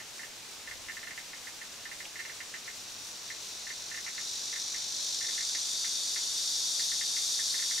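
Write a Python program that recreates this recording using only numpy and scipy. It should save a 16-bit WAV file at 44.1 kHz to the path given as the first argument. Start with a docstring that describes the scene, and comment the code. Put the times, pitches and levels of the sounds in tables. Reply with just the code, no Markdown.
"""A cicada on a tree trunk swells into full song over short rasps and a distant chorus of its kind.
Its two tymbals (ribbed drum skins) buckle in turn, rib by rib, 45 to 50 times a second, and these
clicks ring the hollow abdomen. The rasps, the chorus and the murmur of the air are shaped noise.
Dry, low ticks, perhaps a scolding bird, are short tones with close echoes; a small snap and knock
in the tree are dying bursts of noise. A puff of breeze and a far motor's drone pass low down."""
import sys
import numpy as np
from scipy import signal
from scipy.fft import rfft, irfft, next_fast_len
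from scipy.io import wavfile
from scipy.ndimage import uniform_filter1d, map_coordinates

SR = 44100
rng = np.random.default_rng(int(sys.argv[2]) if len(sys.argv) > 2 else 0)


def put_to_file(sound):
    """Save the sound as 16-bit audio at rate SR, in the file named by the first command-line argument."""
    columns = np.atleast_2d(sound).T  # one column per channel
    safe = np.clip(columns, -1, 1)
    whole_steps = np.round(safe * 32767)
    wavfile.write(sys.argv[1], SR, whole_steps.astype(np.int16))


N = 343980  # length of the scene in samples


def amp(db):
    """Decibels to gain."""
    return 10 ** (np.asarray(db) / 20)


def unit(x):
    """x scaled to an rms (average strength) of 1."""
    return x / np.sqrt(np.mean(x ** 2) + 1e-20)


def along(points, hz):
    """(frequency, value) points joined by straight lines on a log frequency axis."""
    point_hz, values = np.transpose(points)
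    return np.interp(np.log(hz + 1), np.log(point_hz + 1), values)


def wobble(rate):
    """A smooth random curve through `rate` random points a second."""
    points = rng.standard_normal(int(N * rate / SR) + 4)
    return map_coordinates(points, [np.arange(N) * rate / SR])


def ease(at_s, span_s):
    """An S-curve from 0 to 1, half way at at_s."""
    return .5 + .5 * np.tanh((np.arange(N) / SR - at_s) / (2 * span_s))


def hump(at_s, rise_s, fall_s):
    """A smooth swell from 0 to 1 and back, with its crest at at_s."""
    t = np.arange(N) / SR - at_s
    return np.exp(-(t / np.where(t < 0, rise_s, fall_s)) ** 2)


def filtered(x, response):
    """x with each frequency multiplied by response(frequency)."""
    size = next_fast_len(N + SR // 2)
    hz = np.fft.rfftfreq(size, 1 / SR)
    return irfft(rfft(x, size) * response(hz), size)[..., :N]


def rung(x, spectrum, size=2048):
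    """x ringing a body of the given spectrum, which only answers after it is struck."""
    level = amp(along(spectrum, np.fft.rfftfreq(size, 1 / SR)))
    # folding the cepstrum (spectrum of the log spectrum) moves all the ringing after the strike
    cepstrum = irfft(np.log(level))
    cepstrum[1:size // 2] *= 2
    cepstrum[size // 2 + 1:] = 0
    ringing = irfft(np.exp(rfft(cepstrum)))
    return signal.fftconvolve(x, ringing[None], axes=1)[:, :N]


def impulses(times, sizes, order=8):
    """Sharp pulses at times that may fall between samples."""
    at = np.ravel(times)[:, None] * SR
    index = np.floor(at).astype(int) + np.arange(1 - order, order + 1)
    # each pulse is a windowed sinc spread over the nearest samples
    taps = np.ravel(sizes)[:, None] * np.sinc(index - at) * np.sinc((index - at) / order)
    inside = (index >= 0) & (index < N)
    return np.bincount(index[inside], taps[inside], N)


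def scattered(x, t60):
    """Diffuse echo from bark and leaves, dying by 60 dB in t60 seconds, different at each ear."""
    t = np.arange(SR // 3) / SR
    fade = amp(-60 * t / t60) * (1 - np.exp(-t / 0.0011))
    tail = rng.standard_normal((2, len(t))) * fade
    return signal.fftconvolve(x[None], tail / np.linalg.norm(tail[0]), axes=1)[:, :N]


def rush(spectrum):
    """Stereo noise of rms 1 arriving from all around."""
    # how alike the two ears hear: (frequency [Hz], left-right likeness [0-1])
    alike = [(40, 0.27), (150, 0.22), (500, 0.45), (1500, 0.68), (4000, 0.37), (8000, 0.5), (13000, 0.22)]

    def mid_and_side(hz):
        # more side against mid makes the two ears less alike
        turn = np.arccos(np.clip(along(alike, hz), -1, 1)) / 2
        return amp(along(spectrum, hz)) * [np.cos(turn), np.sin(turn)]

    mid, side = filtered(rng.standard_normal((2, N)), mid_and_side)
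    return unit(np.array([mid + side, mid - side]))


def cicada():
    """Rib clicks and their fine rasp ring the abdomen, whose resonances shift as it stretches."""
    # the body's voice when slack, half stretched and taut: (frequency [Hz], level [dB])
    slack_voice = [(2000, -55), (3270, -13), (3890, -2.5), (4480, -8), (4650, -4), (4950, -9), (5560, 0),
                   (5900, -1), (7120, -9), (8260, -17), (9010, -13.5), (9610, -20.5), (11970, -27),
                   (15580, -37)]
    half_voice = [(2000, -55), (3070, -18), (3620, -1.5), (4230, -7), (4740, 0), (5080, -6), (5740, 0),
                  (7230, -7), (8270, -13.5), (9250, -11), (10170, -21), (11840, -23.5), (15630, -38)]
    taut_voice = [(2000, -55), (2900, -25), (3190, -13), (3690, -1), (4060, -8.5), (4730, 0), (5010, -6.5),
                  (5540, 0), (7110, -6.5), (8020, -12), (9270, -11), (10040, -17.5), (11720, -19.5),
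                  (15670, -37)]
    level_db, rate, stretch = singing()
    # the weaker tymbal nearly catches up at full stretch, so the throb evens out
    second_db = -5.5 + 4.3 * stretch
    uneven_rate = rate * (1 + 0.000987 * wobble(6))
    clicks = tymbals(uneven_rate, second_db, jitter=.000025, scatter_db=0.8, offset=.49)
    # the membrane crackles for as long as its ribs are buckling
    crackle = np.sqrt(np.abs(uniform_filter1d(clicks ** 2, size=260)))
    near = clicks + amp(0.5) * unit(crackle * rng.standard_normal(N))
    # bending waves carry the treble first, so each click smears downward in pitch
    near = filtered(near, lambda hz: np.exp(-2.8j * np.sqrt(hz)))
    # nearby bark answers with a steady echo; stirring foliage blurs the rest into a wash
    echo = amp(-8.0) * scattered(near, t60=0.1)
    wash = amp(-1.0) * rush([(3000, 3.6), (9000, 6), (15000, 2.6)])
    drive = filtered(near * amp([[.9], [-.9]]) + echo + wash, resonant)
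    # crossfade from slack through half stretched to taut
    song = 0
    for k, voice in enumerate((slack_voice, half_voice, taut_voice)):
        share = np.maximum(0, 1 - np.abs(2 * stretch - k))
        song = song + share * unit(rung(drive, voice))
    return song * amp(level_db)


def singing():
    """Warming up makes the song louder and faster; late in the swell the abdomen stretches."""
    # abrupt harder efforts: (time [s], added level [dB])
    pushes = [(4.19, 3), (4.95, 1.5), (6.35, 0.72)]
    push_s = .02  # time constant of a push
    warm_at_s, warm_s = 3.12, .9  # midpoint and time constant of the warming up
    idle_db, warm_db = -54, -37  # level before the pushes and a slight wavering
    idle_hz, warm_hz = 45.1, 49.9  # muscle rhythm, cycles a second
    # the stretch (0 slack, 1 taut) at rest, when it starts to grow, and its time constant
    rest_stretch, stretch_at_s, stretch_s = 0.18, 5.06, 0.81
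    warmth = ease(warm_at_s, warm_s)
    effort_db = sum(db * ease(s, push_s) for s, db in pushes)
    level_db = idle_db + (warm_db - idle_db) * warmth + effort_db
    rate = idle_hz + (warm_hz - idle_hz) * warmth
    stretching_s = np.maximum(0, np.arange(N) / SR - stretch_at_s)
    slack = (1 - rest_stretch) * np.exp(-stretching_s / stretch_s)
    return level_db + 0.35 * wobble(5.7), rate, np.clip(1 - slack, 0, 1)


def tymbals(rate, second_db, jitter, scatter_db, offset):
    """Two tymbals take turns, one weaker; each pull snaps a row of ribs whose spacing drifts slowly."""
    # ribs of one tymbal buckling, before drift and scatter: (time after the first [s], level [dB])
    ribs = [(0, -6), (.00102, -17), (.00205, -7), (.00303, -9), (.00405, -11.5), (.0064, -5)]
    t = np.arange(N) / SR
    cycles = np.cumsum(rate) / SR
    delay, rib_db = np.transpose(ribs)
    clicks = np.zeros(N)
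    for lag, side_db in ((0, 0), (offset, second_db)):
        pulls = np.interp(np.arange(int(cycles[-1])) + lag, cycles, t)
        spacing = 1 + 0.022 * np.interp(pulls, t, wobble(2))
        chance = rng.standard_normal((len(pulls), 2, len(ribs)))
        times = pulls[:, None] + spacing[:, None] * delay + jitter * chance[:, 0]
        clicks += amp(side_db) * impulses(times, amp(rib_db + scatter_db * chance[:, 1]))
    return unit(clicks / np.hypot(1, amp(second_db)))


def resonant(hz):
    """Narrow resonances that stand out of the body's voice, added to the plain path."""
    # (centre frequency [Hz], width [Hz], level [dB])
    modes = [(3430, 59, -3.5), (3674, 29, 1.5), (3720, 30, -12), (4150, 16, -9), (4170, 38, -1),
             (4420, 32, -10), (4540, 27, -4), (4750, 40, -13), (5490, 60, -7.5), (5820, 20, -1.5),
             (5870, 38, -11), (6170, 19, -14), (6150, 37, -16), (6495, 35, -4.5), (6970, 31, -1.5),
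             (7470, 80, -6.5)]
    total = 1
    for centre, width, db in modes:
        damping = 1j * hz * width
        total = total + amp(db) * damping / (centre ** 2 - hz ** 2 + damping)
    return total


def rasps():
    """Each rasp, perhaps from a neighbouring cicada, is a brief swell of the same bright hiss."""
    # (time of the crest [s], level [dB])
    rasp_list = [(.2, -51), (.5, -53), (.96, -55), (1.49, -51), (2.01, -52), (2.47, -55), (2.78, -54),
                 (3.07, -49), (3.54, -53), (3.96, -50), (4.27, -52), (4.59, -50), (5.03, -48), (5.34, -47),
                 (5.7, -50), (6.1, -49), (6.5, -51), (6.84, -47.5), (7.29, -48), (7.54, -44)]
    # colour of a rasp: (frequency [Hz], level [dB])
    rasp_voice = [(2000, -28), (3600, -3), (6000, 4), (8500, -2), (11000, -6), (15500, -18)]
    rasp_s = 0.058  # time from a rasp's crest to its flank
    swells = sum(amp(db) * hump(s, rasp_s, rasp_s) for s, db in rasp_list)
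    return rush(rasp_voice) * swells


def ticks(pitch_hz, vary):
    """Slightly differing ticks, each repeated by the same nearby surfaces."""
    # ticks before echoes and ear levels: (time [s], level [dB])
    tick_list = [(0.001, -36.5), (0.1934, -34), (0.2323, -34.5), (0.6739, -33), (0.7112, -31.5),
                 (0.8849, -32.5), (0.896, -30.5), (0.9683, -32), (1.0295, -33.5), (1.0712, -33),
                 (1.108, -33), (1.1768, -31), (1.3325, -35), (1.47, -33.5), (1.614, -33.5), (1.8543, -32),
                 (1.9146, -32.5), (2.003, -33.2), (2.156, -33), (2.1905, -32), (2.2005, -31.5),
                 (2.2508, -33), (2.2955, -33.5), (2.4035, -31.5), (2.5392, -31), (2.5452, -34),
                 (2.6774, -31), (3.302, -30.5), (3.6678, -33.5), (3.7024, -31), (3.9134, -33.4),
                 (3.943, -33), (3.9746, -31.5), (4.064, -33), (4.076, -31), (4.1793, -31), (4.5273, -33),
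                 (4.5598, -33.1), (4.7441, -33), (5.2099, -33), (5.244, -34), (5.2856, -33.5),
                 (5.3785, -31), (5.4069, -33), (5.549, -32), (5.8446, -32.5), (6.1608, -31),
                 (6.7947, -33.5), (6.9172, -33), (7.0107, -31), (7.166, -32.5), (7.3916, -32),
                 (7.5412, -31.5), (7.592, -34), (7.6226, -33.5), (7.711, -32.5), (7.7772, -34)]
    # paths to each ear, direct and off trunks and ground: (delay [s], level [dB])
    paths_left = [(0.0, 0), (0.00161, -11), (0.00286, -16), (0.00556, -11), (0.00723, -17), (0.00844, -8),
                  (0.0095, -17), (0.01118, -10), (0.01338, -17), (0.01558, -15), (0.02456, -10)]
    paths_right = [(0.0, 0), (0.00184, -8), (0.00293, -2), (0.00356, -9), (0.00558, -3), (0.00662, -11),
                   (0.00898, -7), (0.01118, -2), (0.01283, -6), (0.01499, -12), (0.02454, -7)]
    dry = np.zeros(N + SR)
    for s, db in tick_list:
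        pulse = tick(pitch_hz * (1 + vary * rng.standard_normal()))
        dry[max(0, round(s * SR)):][:len(pulse)] += amp(db) * pulse
    dry = dry[:N]
    ears = []
    for paths in (paths_left, paths_right):
        arrivals = [amp(db) * np.pad(dry, (round(delay * SR), 0))[:N] for delay, db in paths]
        ears.append(sum(arrivals))
    return np.array(ears) * amp([[-.5], [-2.6]]) + amp(-1) * scattered(dry, t60=0.18)


def tick(pitch_hz, swell=0.0015):
    """A few cycles of one tone, with a weak resonance on either side and a short lower ring."""
    t = np.arange(SR // 20) / SR
    envelope = (t / swell * np.exp(1 - t / swell)) ** 4  # crest after `swell` seconds

    def tone(hz):
        return np.sin(2 * np.pi * hz * t)

    low_flank = amp(-15 + rng.normal(0, 2.2)) * tone(1386)
    high_flank = amp(-13.5 + rng.normal(0, 1.8)) * tone(2810)
    ring = amp(-33) * tone(1800) * amp(-60 * t / .15) * (1 - np.exp(-t / .004))
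    return envelope * (tone(pitch_hz) + low_flank + high_flank) + ring


def snaps():
    """A snap and a knock in the tree: each a quickly dying burst of noise around its own pitch."""
    # (time [s], pitch [Hz], level before a 1.5 dB cut [dB], time to die by 60 dB [s])
    snap_list = [(2.054, 2800, -33, 0.029), (2.0625, 760, -47.5, .06)]
    t = np.arange(N) / SR
    out = np.zeros(N)
    for s, hz, db, t60 in snap_list:
        noise = rng.standard_normal(N)
        ring = unit(filtered(noise, lambda f: 1 / (1 + ((f - hz) / (0.21 * hz)) ** 4)))
        out += ring * (t >= s) * amp(db - 1.5 - 60 * np.abs(t - s) / t60)
    return out + amp(-9) * scattered(out, t60=.12)


def chorus():
    """Many far cicadas blur into a gently wavering hiss."""
    # colour of the chorus: (frequency [Hz], level [dB])
    chorus_voice = [(1500, -33), (2600, -5.5), (3700, -2.5), (5000, -2.5), (5700, -3.5), (7000, -3),
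                    (8200, -6.5), (9200, -9), (10200, -12), (13000, -14), (15500, -19.5)]
    return rush(chorus_voice) * amp(-47.5 + 0.81 * wobble(30)) * amp([[.2], [-.2]])


def air():
    """The low murmur of the open air, with a puff of breeze and a far motor's drone that swells once."""
    # colour of the murmur: (frequency [Hz], level [dB])
    air_voice = [(20, -4), (55, -0.5), (90, 0), (108, 3), (140, 0), (350, 2), (800, 1.5), (1300, 1),
                 (2500, 2), (4000, -7.5), (9000, -26)]
    puff = amp(-63) * hump(at_s=.72, rise_s=.06, fall_s=0.26)
    breeze = rush([(20, -8), (55, -2), (90, -1), (200, -25), (600, -70)]) * puff
    # the swell is added to a steady level
    swell = amp(-84) + amp(-70) * hump(at_s=2.95, rise_s=0.18, fall_s=0.18)
    drone_hz = 105 + 2 * wobble(8)
    tone = np.sqrt(2) * np.sin(2 * np.pi * np.cumsum(drone_hz) / SR)
    drone = tone * swell * amp(2.1 * wobble(10))
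    return rush(air_voice) * amp(-52.0) + breeze + drone


def scene():
    """The near singer, the rasps, the ticks and the snaps over chorus and air."""
    return cicada() + rasps() + ticks(pitch_hz=1976, vary=0.026) + snaps() + chorus() + air()


def record(dry):
    """Keeps nothing from the band limit of 15700 Hz upward."""
    return filtered(dry, lambda hz: hz < 15700)


dry = scene()
out = record(dry)
put_to_file(out)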